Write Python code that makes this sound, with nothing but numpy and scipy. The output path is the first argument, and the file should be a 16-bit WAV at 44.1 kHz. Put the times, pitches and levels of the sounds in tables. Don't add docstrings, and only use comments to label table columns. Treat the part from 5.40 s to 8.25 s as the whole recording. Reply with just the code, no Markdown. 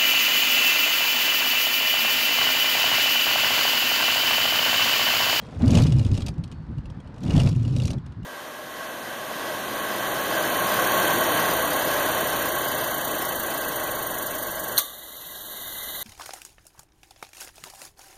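import sys
import numpy as np
from scipy import signal
from scipy.fft import rfft, irfft
from scipy.io import wavfile
from scipy.ndimage import map_coordinates

SR = 44100
rng = np.random.default_rng(int(sys.argv[2]) if len(sys.argv) > 2 else 0)


def inscribe(sig):
    pcm = np.round(np.clip(np.atleast_2d(sig).T, -1, 1) * 32767)
    wavfile.write(sys.argv[1], SR, pcm.astype(np.int16))


def makeup_ratio(level_db):
    decades = np.asarray(level_db, float) / 20
    return 10 ** decades


N = 125685

# frequency in Hz, level in dB per Hz.
STREET_COLOUR = [(200, -31), (300, -33), (500, -15), (900, 0), (1700, -7), (2300, -16), (4550, -21.5),
                 (15500, -71)]
# frequency in Hz, level in dB per Hz.
HUM_COLOUR = [(12, -55), (20, -28), (54, -5.5), (107, -5), (161, -5), (350, -32.5), (460, -60), (770, -120)]
# time in seconds, level in dB.
HUM_SWELL = [(0, -6.5), (.9, -2.2), (1.5, 2.5), (1.65, -10), (1.78, 1), (2.85, 0.3)]
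# start in seconds, length in seconds, pitch in Hz, level in dB.
WHISTLES = [
    (-.04, .15, 3252, -60),
    (1.05, .22, 4441, -70),
]
# time in seconds, then rattle, drag and scrape levels in dB.
FRICTION = [(0, -58, -61.5, -48.5), (0.189, -60.5, -45.5, -48), (0.238, -52, -32, -35.5),
            (0.371, -35.5, -26.5, -33), (.44, -44, -35, -39), (.5, -50, -42, -46), (.7, -57.5, -40, -56),
            (.82, -55.5, -42.5, -60), (0.892, -65, -40.5, -48), (0.931, -73.5, -48, -65),
            (1.74, -75, -59, -55), (1.872, -50, -37.5, -42.5), (1.989, -42, -32.5, -33),
            (2.091, -49, -37, -41.5), (2.17, -59, -47, -86), (2.451, -51, -39, -58.5),
            (2.55, -72, -42.5, -53), (2.6, -78, -54, -77)]
# frequency in Hz, level in dB per Hz.
SCRAPE_COLOUR = [(300, -27), (450, 4), (700, -2), (1200, -11), (2300, -18.5), (3500, -34)]
# frequency in Hz, level in dB per Hz.
GLASS_COLOUR = [(25, -2.5), (48, -17.5), (63, 1.5), (80, 0), (115, -3.5), (255, -4), (480, -24.5),
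                (2200, -49.5)]
# frequency in Hz, level in dB per Hz.
ARM_COLOUR = [(880, -16.5), (1500, -25.5), (2440, -12), (2970, -9), (3720, -10.5), (8710, -20),
              (12500, -36.5), (15500, -48)]
# frequency in Hz, level in dB per Hz.
EDGE_COLOUR = [(1500, -42), (4000, 4.5), (9000, -5), (12500, -12.5), (15200, -25)]
# start in seconds, peak level in dB, pitch in Hz.
EDGE_SNAPS = [(0.1301, -50, 4640), (0.1924, -41, 6340), (0.2593, -30, 4820), (0.2793, -24.5, 4640),
              (0.3062, -21.5, 6360), (0.3154, -24.5, 4530), (0.3406, -26, 7300), (0.3474, -30, 6250),
              (0.3614, -34, 4840), (0.3774, -25, 7260), (0.3994, -24, 6140), (0.4125, -30, 4770),
              (0.4204, -19.5, 4680), (0.4354, -23, 5900), (0.5024, -41, 4800), (0.5634, -37, 5330),
              (0.5846, -28, 4940), (0.6285, -43, 4830), (0.6874, -42, 4990), (0.7337, -32.5, 4970),
              (0.7574, -36, 5660), (0.8629, -23.5, 4700), (0.8859, -27.5, 4660), (1.8053, -42, 7360),
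              (1.8342, -31.5, 6100), (1.8464, -49, 4500), (1.8537, -52, 5170), (1.8771, -47, 5030),
              (1.8951, -38, 4750), (1.9205, -42, 5750), (1.9364, -42, 5050), (1.9629, -23, 5300),
              (2.0084, -34, 7700), (2.0148, -28.5, 5170), (2.0338, -27, 5350), (2.0612, -30, 5130),
              (2.0867, -28.5, 4820), (2.0914, -28, 5520), (2.1151, -43, 5520), (2.1614, -34.5, 6700),
              (2.1794, -52, 5050), (2.2293, -38, 5580), (2.2614, -51, 4800), (2.3037, -49, 5100),
              (2.3311, -43, 5200), (2.3744, -36, 4770), (2.3844, -31, 5700), (2.4344, -29, 4560),
              (2.4538, -21.5, 5720), (2.4714, -26, 5710), (2.4964, -39, 4570), (2.5114, -27, 5770),
              (2.5686, -53, 4860)]
# start in seconds, peak level in dB, pitch in Hz.
FIRST_TICKS = [(0.22, -26, 4060), (0.2586, -38, 5150), (0.2773, -20, 2900), (0.3045, -21.5, 3000),
               (0.3506, -10.5, 3030), (0.3726, -12, 2680), (0.3846, -14, 3160), (0.4664, -19.5, 5100),
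               (0.479, -31, 4400), (0.5215, -20.5, 5400), (0.5824, -35, 2460), (0.5938, -23, 4100),
               (0.628, -28, 2800), (0.6485, -24, 4840), (0.6645, -27, 5170), (0.6754, -33, 2950),
               (0.7144, -27.5, 4900), (0.742, -25, 2860), (0.7497, -26.5, 5230), (0.767, -28, 2700),
               (0.7755, -21, 5570), (0.7954, -35, 2770), (0.8051, -24.5, 3900), (0.82, -23, 3870),
               (0.8649, -24.5, 4800), (0.8688, -26, 2660), (0.8824, -18.5, 4670)]
# start in seconds, peak level in dB, pitch in Hz.
LOOSE_TICKS = [(0.9388, -42, 5600), (0.9802, -41.5, 3170), (1.0369, -35, 4300), (1.0385, -32, 8800),
               (1.077, -41, 6000), (1.1145, -36, 8400), (1.1223, -31, 2970), (1.3817, -38.5, 2800),
               (1.4561, -33.5, 2700), (1.5005, -34.5, 3170), (1.601, -36.5, 3260), (1.6733, -41.5, 2970),
               (1.7424, -42.5, 5700), (1.7614, -43, 3120), (1.7797, -37, 2940)]
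# start in seconds, peak level in dB, pitch in Hz.
SECOND_TICKS = [(1.8334, -36, 2610), (1.8682, -38, 3040), (1.9051, -17, 2870), (1.9624, -24, 3030),
                (1.9774, -18, 3330), (1.9991, -13.5, 2854), (2.0724, -20, 2630), (2.149, -33, 2620),
                (2.2495, -28.5, 2860), (2.2782, -29, 4560), (2.363, -22.5, 5550), (2.3994, -22, 2830),
                (2.4196, -22, 3550), (2.4501, -25.5, 2720), (2.4782, -20.5, 5800), (2.5032, -20.5, 4750),
                (2.5317, -26, 4100), (2.582, -38.5, 3280), (2.6615, -37.5, 8300), (2.7212, -40.5, 4040),
                (2.8297, -40, 2840)]
# time in seconds, level in dB, pitch in Hz.
FIRST_SHUDDERS = [(0.181, -25, 94), (0.233, -7, 248), (0.253, -9, 253), (0.279, -3.5, 110), (0.3, -21, 127),
                  (0.325, -9.5, 253), (0.357, -8, 167), (0.382, -5.5, 95), (0.411, -6.5, 114),
                  (0.43, -5, 134), (0.452, -6.5, 147), (0.49, -8.5, 152), (0.527, -8.5, 124),
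                  (0.551, -4.5, 117), (0.57, -9, 138), (0.591, -7.5, 120), (0.613, -6, 117),
                  (0.64, -30.5, 83.6), (0.664, -7.5, 100), (0.697, -12, 80.4), (0.728, -6.5, 104),
                  (0.747, -10.5, 106), (0.782, -19.5, 152), (0.835, -20.5, 104), (0.881, -38, 170),
                  (0.901, -18, 154.4), (0.991, -15, 145), (1.012, -25, 111)]
# time in seconds, level in dB, pitch in Hz.
SECOND_SHUDDERS = [(1.793, -33.5, 119), (1.873, -17, 240), (1.892, -9, 164), (1.947, -6, 162.6),
                   (1.965, -6.5, 116), (1.98, -5.5, 117), (2.007, -10, 118), (2.027, -11, 127),
                   (2.066, -5, 122), (2.093, -9.5, 107), (2.118, -12.5, 138), (2.133, -12, 137),
                   (2.171, -8.5, 119), (2.201, -13.5, 105), (2.218, -11.5, 110), (2.243, -12.5, 102),
                   (2.276, -13, 110.4), (2.312, -12, 124), (2.339, -17, 115), (2.355, -9.5, 121),
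                   (2.396, -11.5, 120.6), (2.426, -15.5, 120), (2.452, -9.5, 106), (2.467, -14, 105),
                   (2.493, -20.5, 115), (2.522, -19.5, 155), (2.538, -22, 99), (2.562, -21, 128),
                   (2.577, -17, 127), (2.786, -24, 103)]


def unit(x):
    return x / np.sqrt(np.mean(x ** 2) + 1e-20)


def along(points, hz):
    f, db = np.transpose(points)
    return np.interp(np.log(hz + 1), np.log(f + 1), db, left=-120, right=-120)


def over_time(times, values):
    return np.interp(np.arange(N) / SR, times, values)


def wobble(rate):
    knots = rng.standard_normal(int(N * rate / SR) + 4)
    return map_coordinates(knots, [np.arange(N) * rate / SR])


def noise(colour, low_hz=0):
    hz = np.fft.rfftfreq(N, 1 / SR)
    spectrum = rfft(rng.standard_normal(N)) * makeup_ratio(along(colour, hz))
    return irfft(spectrum, N) / np.std(irfft(spectrum * (hz >= low_hz), N))


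def place(starts, rows):
    at = np.round(np.asarray(starts) * SR).astype(int)[:, None] + np.arange(rows.shape[1])
    keep = (at >= 0) & (at < N)
    return np.bincount(at[keep], rows[keep], N)


def soft_start(t):
    return 1 - np.exp(-t / 0.0018)


def traffic():
    street = makeup_ratio(-57 + 0.8 * wobble(24.82)) * noise(STREET_COLOUR)
    hum_db = -37.5 + over_time(*np.transpose(HUM_SWELL)) + 3.5 * wobble(31)
    return street + makeup_ratio(hum_db) * noise(HUM_COLOUR)


def bird():
    now = np.arange(N) / SR
    song = np.zeros(N)
    for start, length, hz, db in WHISTLES:
        swell = np.sin(np.pi * np.clip((now - start) / length, 0, 1))
        song += makeup_ratio(db + 2 * wobble(61)) * swell * np.sin(2 * np.pi * hz * now + wobble(50))
    return song


def scrape():
    s, _, _, db = np.transpose(FRICTION)
    return makeup_ratio(over_time(s, db)) * unit(makeup_ratio(3.5 * wobble(70)) * noise(SCRAPE_COLOUR))


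def drag():
    s, _, db, _ = np.transpose(FRICTION)
    rumble = makeup_ratio(-2.5 + 2.5 * wobble(45)) * noise(GLASS_COLOUR, low_hz=307.6)
    return makeup_ratio(over_time(s, db)) * rumble


def rattle():
    knocks_per_s, spread_db = 300, 10
    s, db, _, _ = np.transpose(FRICTION)
    t = np.arange(SR // 60) / SR
    chance = rng.uniform(0, 1, (int(knocks_per_s * N / SR), 10))
    start = (np.arange(len(chance)) + 2 * chance[:, 0]) / knocks_per_s
    size = makeup_ratio(spread_db * chance[:, 1:2])
    hz = 2200 * 5.2 ** chance[:, 2:6, None]
    late = np.maximum(t - 0.0029 * chance[:, 6:, None], 0)
    tones = makeup_ratio(along(ARM_COLOUR, hz) / 2) * np.exp(-late * hz / 7) * np.sin(2 * np.pi * hz * late)
    knocks = unit(place(start, size * tones.sum(axis=1)))
    snap_t60_s = 0.014
    puffs = place(start, size * makeup_ratio(-60 * t / snap_t60_s) * soft_start(t))
    snaps = unit(puffs * noise(ARM_COLOUR))
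    hiss = noise(ARM_COLOUR)
    return makeup_ratio(over_time(s, db)) * (makeup_ratio(-2.5) * knocks + makeup_ratio(-3) * snaps + makeup_ratio(-11.5) * hiss)


def edge_snaps():
    ring_db, ring_cycles = 0.5, 54
    puff_db, puff_t60_s = -5, 0.018
    s, db, hz = np.transpose(EDGE_SNAPS)[:, :, None]
    t = np.arange(SR // 30) / SR
    ring = makeup_ratio(db + ring_db - 60 * t * hz / ring_cycles) * soft_start(t) * np.sin(2 * np.pi * hz * t)
    puffs = place(s[:, 0], makeup_ratio(db + puff_db - 60 * t / puff_t60_s) * soft_start(t))
    return place(s[:, 0], ring) + puffs * noise(EDGE_COLOUR)


def ticks():
    ring_cycles, side_cycles = 40, 50
    crack_t60_s, knock_t60_s = 0.02, 0.044
    events = list(FIRST_TICKS) + list(LOOSE_TICKS) + list(SECOND_TICKS)
    s, db, hz = np.transpose(events)[:, :, None]
    start = s[:, 0]
    t = np.arange(SR // 14) / SR
    ring = 2 * makeup_ratio(-60 * t * hz / ring_cycles) * np.sin(2 * np.pi * hz * t) * soft_start(t)

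    chance = rng.uniform(0, 1, (len(s), 12, 2, 1))
    side_hz = 2400 * 5.3 ** chance[:, :, 0]
    late = np.maximum(t - 0.0054 * chance[:, :, 1], 0)
    side_level = makeup_ratio(along(ARM_COLOUR, side_hz) / 2 - 60 * late * side_hz / side_cycles)
    side = (side_level * np.sin(2 * np.pi * side_hz * late)).sum(axis=1)
    tones = place(start, makeup_ratio(db) * (ring + makeup_ratio(-8) * side))

    crack_db = db + 3 * np.log2(hz / 4000)
    cracks = place(start, makeup_ratio(crack_db - 60 * t / crack_t60_s) * soft_start(t))
    crack = makeup_ratio(1.8 * wobble(300)) * cracks * noise(ARM_COLOUR)
    knocks = place(start, makeup_ratio(db - 6 - 60 * t / knock_t60_s) * soft_start(t))
    return makeup_ratio(-8.5) * (tones + crack + knocks * noise(SCRAPE_COLOUR))


def echo(x):
    t60_s = 0.09
    t = np.arange(SR // 5) / SR
    tail = rng.standard_normal(len(t)) * makeup_ratio(-60 * t / t60_s)
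    return signal.fftconvolve(x, tail / np.linalg.norm(tail))[:N]


def shudders():
    longest_s, drift, half_s = 0.026, 0.1, (SR // 10) / SR
    s, db, hz = np.transpose(list(FIRST_SHUDDERS) + list(SECOND_SHUDDERS))[:, :, None]
    gap = np.diff(s, axis=0, prepend=-1, append=10)
    length = np.minimum(0.72 * np.minimum(gap[:-1], gap[1:]), longest_s)
    t = np.arange(SR // 5) / SR - half_s
    chance = rng.uniform(-0.86, 1, (len(s), 2))
    bend = 1 + drift * chance[:, :1] * t / length
    wave = np.cos(2 * np.pi * hz * t * bend + np.pi * chance[:, 1:])
    swell = makeup_ratio(db - 5) * np.exp(-2 * (t / length) ** 2)
    start = s[:, 0] - half_s
    rough = place(start, swell) * noise(GLASS_COLOUR)
    return place(start, swell * wave) + makeup_ratio(-14) * rough


def scene():
    background = traffic() + bird()
    rubber = scrape() + drag()
    metal = rattle() + edge_snaps() + ticks()
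    return (background + rubber + metal + makeup_ratio(-8.5) * echo(metal) + shudders())[None]


def roll_off(x):
    return signal.sosfilt(signal.butter(12, 15700, fs=SR, output="sos"), x)


def record(dry):
    top = 0.55
    limited = dry / (1 + np.abs(dry / top) ** 4) ** (1 / 4)
    return roll_off(limited)


dry = scene()
out = record(dry)
inscribe(out)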